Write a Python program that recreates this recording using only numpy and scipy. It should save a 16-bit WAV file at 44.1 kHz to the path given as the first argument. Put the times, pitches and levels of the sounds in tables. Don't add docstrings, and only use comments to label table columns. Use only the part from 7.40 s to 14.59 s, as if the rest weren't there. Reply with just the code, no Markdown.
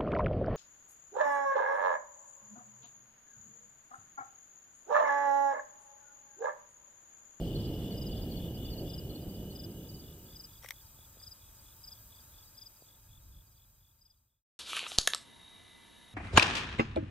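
import sys
import numpy as np
from scipy import signal
from scipy.fft import rfft, irfft, next_fast_len
from scipy.io import wavfile
from scipy.ndimage import uniform_filter1d, map_coordinates

SR = 44100
rng = np.random.default_rng(int(sys.argv[2]) if len(sys.argv) > 2 else 0)


def voltage_ratio(level):
    return 10 ** (np.asarray(level, float) / 20)


def wav_out(sig):
    wavfile.write(sys.argv[1], SR, np.round(np.clip(np.atleast_2d(sig).T, -1, 1) * 32767).astype(np.int16))


N = 317079

STORM_FADE_S = (0, 3.242)


def unit(x):
    return x / np.sqrt(np.mean(x ** 2) + 1e-20)


def along(points, hz):
    f, v = np.transpose(points)
    return np.interp(np.log(hz + 1), np.log(f + 1), v)


def curves(rows):
    s, *columns_db = np.transpose(rows)
    t = np.arange(N) / SR
    return [voltage_ratio(np.interp(t, s, db, left=-150, right=-150)) for db in columns_db]


def fade(span_s):
    return np.interp(np.arange(N) / SR, span_s, [1, 0])


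def wobble(rate_hz):
    knots = rng.standard_normal(int(N * rate_hz / SR) + 4)
    return map_coordinates(knots, [np.arange(N) * rate_hz / SR])


def filtered(x, response):
    m = next_fast_len(N + SR // 2)
    return irfft(rfft(x, m) * response(np.fft.rfftfreq(m, 1 / SR)), m)[..., :N]


def rush(gain, alike, patchy_db):
    z = signal.stft(rng.standard_normal((2, N)), nperseg=512)[2]
    patches = uniform_filter1d(rng.standard_normal(z.shape[1:]), size=5, axis=0)
    patches = uniform_filter1d(patches, size=8, axis=1)
    pair = signal.istft(z * voltage_ratio(patchy_db * unit(patches)), nperseg=512)[1][:, :N]

    def mid_side(hz):
        turn = np.arccos(np.clip(along(alike, hz), -1, 1)) / 2
        return gain(hz) * [np.cos(turn), np.sin(turn)]

    mid, side = filtered(pair, mid_side)
    return unit(np.array([mid + side, mid - side]))


def strokes(s, db, hz, pan_db, lead_rad, length_s, fall, bend):
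    size = int(np.max(length_s) * SR) + 2
    u = np.clip(np.arange(size) / SR / length_s[:, None], 0, 1)
    pitch_hz = hz[:, None] * (1 + fall * (.5 ** bend - u ** bend))
    phase = 2 * np.pi * (np.cumsum(pitch_hz, axis=1) / SR + rng.random((len(s), 1)))
    swell = voltage_ratio(db[:, None] + 3) * np.sin(np.pi * u ** 1.15) ** 1.2
    first = np.round((s - length_s / 2) * SR).astype(int)
    at = np.clip(first[:, None] + np.arange(size), 0, N)
    ears = []
    for side in (1, -1):
        tone = np.sin(phase + side * lead_rad[:, None] / 2)
        ear = swell * voltage_ratio(side * pan_db[:, None] / 2) * tone
        ears.append(np.bincount(at.ravel(), ear.ravel(), N + 1)[:N])
    return np.array(ears)


def thunder():
    # time in seconds, strength in dB.
    peal_rows = [
        (0, -36.5),
        (.4, -38),
        (.81, -37),
        (1.33, -38),
        (1.43, -33.5),
        (1.5, -38.5),
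        (1.96, -35),
        (2.74, -37.5),
        (3.3, -43),
    ]
    # frequency in Hz, level in dB per Hz.
    boom_spectrum = [(8.8, -31), (15, -14), (43, 2), (86, -1), (130, -2), (170, -32.5), (290, -120)]
    roll_spectrum = [(59, -29), (100, -9.5), (152, 2), (274, -6.5), (324, -4), (371, -7.5), (562, -13.5),
                     (767, -22), (1120, -41), (1200, -61), (1560, -72), (2640, -120)]
    roll_gain, = curves(peal_rows)
    boom_lead_s, boom_db, boom_growth = 0.11, -2, 0.61
    boom_gain, = curves([(max(s - boom_lead_s, 0), boom_db - 37 + boom_growth * (db + 37))
                         for s, db in peal_rows])
    peals = voltage_ratio(0.6 * wobble(14) + 0.22 * wobble(45))
    boom = rush(lambda hz: voltage_ratio(along(boom_spectrum, hz)), [(50, .96)], patchy_db=-0.04)
    roll = rush(lambda hz: voltage_ratio(along(roll_spectrum, hz)), [(300, 1.0), (800, 1.0)], patchy_db=1.0)
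    return boom_gain * boom + roll_gain * unit(peals * roll)


def chorus():
    crowd_db = [-55.5, -66, -69.5]
    # strokes per second, level in dB, pitch in Hz.
    crowds = [
        [(35.7, 0, 2970), (36.4, -4, 2910), (35.1, -6, 3020), (50.5, -7, 3000), (72.3, -5, 2930),
         (71.5, -8, 3010)],
        [(47.5, 0, 3330), (45.2, -1.5, 3580), (49.1, -2.5, 3460)],
        [(21.5, 0, 4420), (23.6, -1.5, 4800), (19.7, -1.5, 4620), (25.3, -2.5, 4950)],
    ]
    # frequency in Hz, level in dB per Hz.
    haze = [(1200, -33), (1600, -2.5), (2400, -4.5), (3200, 2), (4200, 0.5), (5500, -2), (6500, -24.5)]
    gains = voltage_ratio(crowd_db)
    out = voltage_ratio(-8) * gains[0] * rush(lambda hz: voltage_ratio(along(haze, hz)), [(3000, 0.25)], patchy_db=-2.5)
    falls, pauses_db, spreads = (.055, .08, .09), (.5, 3, 2.5), (.75, .8, 1)
    for gain, crowd, fall, pause_db, spread in zip(gains, crowds, falls, pauses_db, spreads):
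        song = 0
        for rate_hz, db, hz in crowd:
            s = np.arange(rng.random() / rate_hz, 3.2, 1 / rate_hz)
            d = rng.standard_normal((len(s), 3))
            effort_db = db + 1.8 * d[:, 1] + pause_db * wobble(7)[(s * SR).astype(int)]
            pan_db = 0 * s + rng.normal(0, 3.2)
            lead_rad = 0 * s + spread * rng.uniform(-1.9, 2.94)
            song = song + strokes(s + .002 * d[:, 0], effort_db, hz + 25 * d[:, 2], pan_db, lead_rad,
                                  .52 / rate_hz + 0 * s, fall, bend=1.9)
        out = out + gain * song / np.std(song[:, :3 * SR])
    return out


def hedges(x):
    # frequency in Hz, 60 dB decay time in seconds.
    decay = [(1000, 0.23), (5000, 0.18), (14000, 0.16)]
    out, step = np.zeros((2, N + SR)), SR // 4
    for start in range(0, N, step):
        hz, t, z = signal.stft(rng.standard_normal((2, step)), SR, nperseg=256)
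        dying = voltage_ratio(-60 * t / along(decay, hz)[:, None])
        tail = signal.istft(z * dying, SR, nperseg=256)[1]
        wet = signal.fftconvolve(x[:, start:start + step], tail / np.linalg.norm(tail[0]), axes=1)
        out[:, start:start + wet.shape[1]] += wet
    return out[:, :N]


def night_air():
    # time in seconds, buffet level in dB.
    wind_rows = [
        (0, -64),
        (2.87, -58.5),
        (4.1, -63),
        (4.19, -57.5),
        (5.5, -64.5),
        (5.74, -51),
        (5.8, -53),
        (5.92, -46.5),
        (6.06, -56),
        (7.1, -58.5),
    ]
    # frequency in Hz, level in dB per Hz.
    buffet_spectrum = [(7.1, -37.5), (12, -14.5), (44, 2), (91, -0.5), (107, 0.5), (264, -26.5), (330, -22),
                       (430, -50.5), (730, -120)]
    hum_spectrum = [(120, -26.5), (200, 1), (482, -7), (568, -1.5), (798, -9.5), (898, -3), (1120, -10.5),
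                    (1630, -8), (1810, -13.5), (2770, -14), (3300, -7.5), (4290, -40), (7260, -120)]
    insect_spectrum = [(1760, -46.5), (3000, -25), (3380, -20), (3860, -3.5), (3990, -8), (4250, -11.5),
                       (4560, -5.5), (4820, -2.5), (5660, -7), (6030, -2), (6930, -1), (8140, 2),
                       (9690, -9), (13900, -6), (15900, -24)]
    # center in Hz, width in Hz, level over the hum in dB.
    hum_bands = [(890, 87, 4.5), (1225, 170, 6.5), (1628, 26, 6), (2490, 110, 7.5)]
    # frequency in Hz, left-right likeness.
    likeness = [(60, .97), (300, .4), (1400, .6), (3900, .75), (4250, -.7), (4800, -.3), (5500, -.75),
                (6100, -.5), (7100, -.75), (8200, -.5), (9500, -.2), (10500, .4), (15000, .5)]
    ground_swell_s = (1, 2.5)

    def hum_gain(hz):
        bands_db = sum(db * np.exp(-((hz - c) / w) ** 2) for c, w, db in hum_bands)
        return voltage_ratio(along(hum_spectrum, hz) + bands_db)

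    hum_level = np.hypot(voltage_ratio(-71), voltage_ratio(-68.5) * fade(STORM_FADE_S))
    hum = hum_level * rush(hum_gain, likeness, patchy_db=1.0)
    hiss = rush(lambda hz: voltage_ratio(along(insect_spectrum, hz)), likeness, patchy_db=1.5)
    insects = voltage_ratio(0.22 * wobble(20)) * hiss
    ground = voltage_ratio(-15) * (1 - fade(ground_swell_s)) * ground_cricket()
    buffet = rush(lambda hz: voltage_ratio(along(buffet_spectrum, hz)), [(60, 1.0), (250, 0.91)], patchy_db=-0.76)
    wind = curves(wind_rows)[0] * unit(voltage_ratio(.4 * wobble(19)) * buffet)
    return voltage_ratio([[3.7], [2.5]]) * hum + voltage_ratio([[4.6], [3.4]]) * voltage_ratio(-65.5) * (insects + ground) + wind


def buzz(rate_hz, jitter_s):
    s = np.cumsum(1 / (rate_hz + .5 * wobble(1.6)[::round(SR / rate_hz)]))
    s, db = np.r_[s, s + .0014], np.repeat([0, -6], len(s))
    d = rng.standard_normal((len(s), 3))
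    return unit(strokes(s + jitter_s * d[:, 0], db + 1.6 * d[:, 1], 13300 + 250 * d[:, 2],
                        0 * s + .8, 0 * s + 0.31, 0.0018 + 0 * s, fall=.36, bend=1.3))


def katydids():
    # time in seconds, buzz level in dB.
    buzz_rows = [
        (0, -62),
        (.98, -58.5),
        (3.28, -61.5),
        (3.93, -64),
        (4.59, -61),
        (5.5, -63.5),
        (6.42, -60.5),
        (7.1, -64),
    ]
    # frequency in Hz, level in dB per Hz.
    wing = [(6000, -45), (9800, -22.5), (11000, -13.5), (12300, -14.5), (13200, -7), (13900, 3),
            (14600, -3), (15300, 1), (15750, -10.5)]
    near = buzz(186.2, jitter_s=.00006) + voltage_ratio(-7) * buzz(181.2, jitter_s=.00006)
    shaped = unit(filtered(near, lambda hz: voltage_ratio(.5 * along(wing, hz))))
    blur = rush(lambda hz: voltage_ratio(along(wing, hz)), [(13000, .4)], patchy_db=2.5)
    return curves(buzz_rows)[0] * unit(shaped + blur)


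def tree_cricket(chirps, singer, hz):
    gap_s = .021
    s, opening = np.transpose([(first_s + k * gap_s, k == 0)
                               for first_s, many in chirps for k in range(round(many))])
    at_s, effort_db, pan_db = np.transpose(singer)
    d = rng.standard_normal((len(s), 2))
    db = np.interp(s, at_s, effort_db) - 5 * opening + 1.4 * d[:, 0]
    return strokes(s, db, hz - 30 * opening + 22 * d[:, 1], np.interp(s, at_s, pan_db), 0 * s,
                   .015 + 0 * s, fall=.11, bend=1.6)


def tree_crickets():
    # first stroke in seconds, number of strokes.
    staying_chirps = [(.153, 6), (.419, 6), (.695, 6), (.94, 7), (1.187, 6), (1.46, 5), (1.696, 5),
                      (1.946, 4), (2.157, 6), (2.389, 5), (2.622, 6), (2.866, 5), (3.094, 5), (3.341, 4),
                      (3.567, 5), (3.781, 5), (4.002, 5), (4.244, 5), (4.492, 5), (4.706, 5), (4.923, 6),
                      (5.171, 5), (5.466, 5), (5.692, 5), (5.926, 5), (6.159, 5), (6.409, 6), (6.659, 5),
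                      (6.883, 6)]
    leaving_chirps = [(.054, 5), (.317, 5), (.541, 5), (.771, 5), (.995, 5), (1.221, 5), (1.469, 5)]
    # time in seconds, effort in dB, left-right in dB.
    staying_singer = [(0, -57, 1), (1.5, -56.5, 12), (1.66, -64.5, 9), (2.8, -60.5, 0), (4.05, -66, -1),
                      (4.3, -63.5, 2), (6, -61.5, 5), (7.1, -64, 0)]
    leaving_singer = [(0, -62.5, 2.2), (.6, -62, 2.4), (.8, -62, 2), (1.25, -57.5, 2), (1.55, -62, 2)]
    staying = tree_cricket(staying_chirps, staying_singer, hz=3479)
    return staying + tree_cricket(leaving_chirps, leaving_singer, hz=3544)


def field_crickets():
    # third stroke in seconds, stretch, opener level in dB.
    near_chirps = [(.623, 1.04, -12), (1.542, 1.0, -15), (2.2, 0.98, -18), (3.003, .98, -17),
                   (3.875, 1.02, -11.5), (4.482, 0.95, -22), (5.223, .99, -18), (6.661, 1.02, -18)]
    # seconds from the third stroke, level in dB, pitch in Hz.
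    near_strokes = [(-.07, -47, 4840), (-.0395, -50, 4990), (0, -48, 5005), (.0455, -48.5, 5000)]
    # pitch in Hz, left lead in radians, left-right in dB, stroke gap in seconds.
    far_voices = [(4430, 2.1, -.5, .053), (4830, 2.2, -.5, .052), (4820, 2.5, -.5, .045),
                  (4820, .7, -4, .049)]
    # first stroke in seconds, number of strokes, level in dB.
    far_chirps = [
        [(.16, 1, -47), (.52, 1, -55), (.92, 2, -53), (1.333, 2, -50), (1.706, 2, -54), (2.112, 1, -58)],
        [(.205, 2, -53), (.722, 3, -53), (1.155, 1, -57), (1.258, 2, -53), (1.41, 1, -55), (1.898, 2, -58),
         (2.314, 1, -65), (2.498, 3, -54)],
        [(2.645, 2, -67), (2.863, 2, -64), (3.419, 2, -64), (3.966, 2, -70), (4.194, 1, -64), (4.582, 2, -70),
         (4.99, 3, -63), (5.446, 2, -67), (5.84, 3, -71), (6.431, 2, -70)],
        [(1.826, 1, -63), (3.133, 2, -66.5), (4.759, 2, -65.5), (5.369, 2, -67), (5.64, 1, -72),
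         (6.074, 3, -67.5), (6.776, 1, -65)],
    ]
    rows = [(at_s + stretch * later_s, db + opener_db * (k == 0), hz, k == 0)
            for at_s, stretch, opener_db in near_chirps
            for k, (later_s, db, hz) in enumerate(near_strokes)]
    s, db, hz, opening = np.transpose(rows)
    near = strokes(s, db, hz, 4 + 4 * opening, .85 - .8 * opening, .028 - 0.008 * opening, fall=0.1, bend=2.8)
    rows = [(at_s + k * gap_s, db, hz, lead_rad, pan_db)
            for (hz, lead_rad, pan_db, gap_s), chirps in zip(far_voices, far_chirps)
            for at_s, many, db in chirps for k in range(round(many))]
    s, db, hz, lead_rad, pan_db = np.transpose(rows)
    d = rng.standard_normal((len(s), 2))
    far = strokes(s, db + 1.0 + 0.67 * d[:, 0], hz + 40 * d[:, 1], pan_db, lead_rad,
                  0.03 + 0 * s, fall=0.098, bend=2.1)
    return near, far


def ground_cricket():
    s = np.arange(0, N / SR, 1 / 47.0)
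    d = rng.standard_normal((len(s), 3))
    return strokes(s + .002 * d[:, 0], 2.5 * d[:, 1], 3850 + 25 * d[:, 2], 0 * s, 0 * s,
                   .013 + 0 * s, fall=.04, bend=1.4)


def switch():
    # start in seconds, peak in dB, scrape length in seconds, brightness in dB, left-right in dB.
    contacts = [
        (3.222, -57.5, 0.093, 10.5, 6.5),
        (3.234, -57, .012, 1, 7.5),
        (3.241, -47.5, 0.02, -2.5, 16.5),
        (3.259, -42, 0.005, -14.5, -1.5),
        (3.283, -52.5, 0.0026, -7, 2),
        (3.287, -42.5, 0.0089, 8, 10),
        (3.307, -30.5, 0.0025, 1.5, 8.5),
        (3.3099, -43.5, .004, 5, 0),
        (3.318, -49, 0.005, -14, -13.5),
    ]
    # center in Hz, width in Hz, level in dB.
    resonances = [(2100, 570, 0.5), (3160, 340, -14), (5620, 150, -8.5), (7760, 480, -21),
                  (11060, 160, -14), (12800, 224, -22), (14000, 140, -21.5)]
    # start in seconds, peak in dB, bottom in Hz, top in Hz.
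    bumps = [
        (3.235, -48, 500, 1500),
        (3.246, -39, 395, 1610),
        (3.2495, -47.5, 355, 1400),
        (3.251, -58, 300, 888),
        (3.589, -51.5, 150, 800),
        (3.77, -51.5, 150, 598),
        (3.816, -51.5, 300, 2000),
        (5.4224, -49, 70, 756),
    ]
    out, t = np.zeros((2, N + SR)), np.arange(SR // 10) / SR
    hz = np.fft.rfftfreq(len(t), 1 / SR)

    def mode(center_hz, width_hz, db):
        damping = 1j * hz * width_hz
        return voltage_ratio(db) * damping / (center_hz * center_hz - hz * hz + damping)

    body = mode(*resonances[0]) ** 2 + mode(2600, 1500, -14.5)
    upper = voltage_ratio(-39.0) + sum(mode(c, 2.7 * w, db) for c, w, db in resonances[1:])
    for s, db, length_s, bright_db, pan_db in contacts:
        grit = rng.standard_normal(len(t)) * voltage_ratio(3.5 * rng.standard_normal(len(t) // 21)).repeat(21)
        scrape = rfft(np.sin(np.pi * np.clip(t / length_s, 0, 1) ** 0.33) * grit)
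        low, high = irfft(scrape * body, len(t)), irfft(scrape * upper, len(t))
        click = low / np.max(abs(low)) + voltage_ratio(bright_db - 2.5) * high / np.max(abs(high))
        out[:, round(s * SR):][:, :len(t)] += voltage_ratio(db) * voltage_ratio([[pan_db / 2], [-pan_db / 2]]) * click
    for s, db, low_hz, top_hz in bumps:
        puff = voltage_ratio(-60 * t / .012) * (25 * (t == 0) + rng.standard_normal(len(t)))
        band = signal.butter(4, [low_hz, top_hz], "bandpass", fs=SR, output="sos")
        push = signal.sosfilt(band, puff)
        out[:, round(s * SR):][:, :len(t)] += voltage_ratio(db) * push / np.max(abs(push))
    return out[:, :N]


def scene():
    night, storm = fade((4.9, 7.04)), fade(STORM_FADE_S)
    rumble = voltage_ratio([[-.4], [.4]]) * storm * thunder()
    crowd = storm * chorus()
    near, far = field_crickets()
    close = night * (near + tree_crickets())
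    far = night * far
    echoes = hedges(voltage_ratio(-18) * close + voltage_ratio(-12) * far + voltage_ratio(-4) * crowd)
    return close + far + crowd + echoes + rumble + night * (katydids() + night_air()) + switch()


def top_cut(x):
    return signal.sosfilt(signal.butter(12, 16470, fs=SR, output="sos"), x)


def record(dry):
    def response(hz):
        delay = np.exp(-2j * np.pi * np.outer([0, .00004], np.minimum(hz, 1500)))
        return (hz < 15780) * delay

    return top_cut(filtered(dry, response))


dry = scene()
out = record(dry)
wav_out(out)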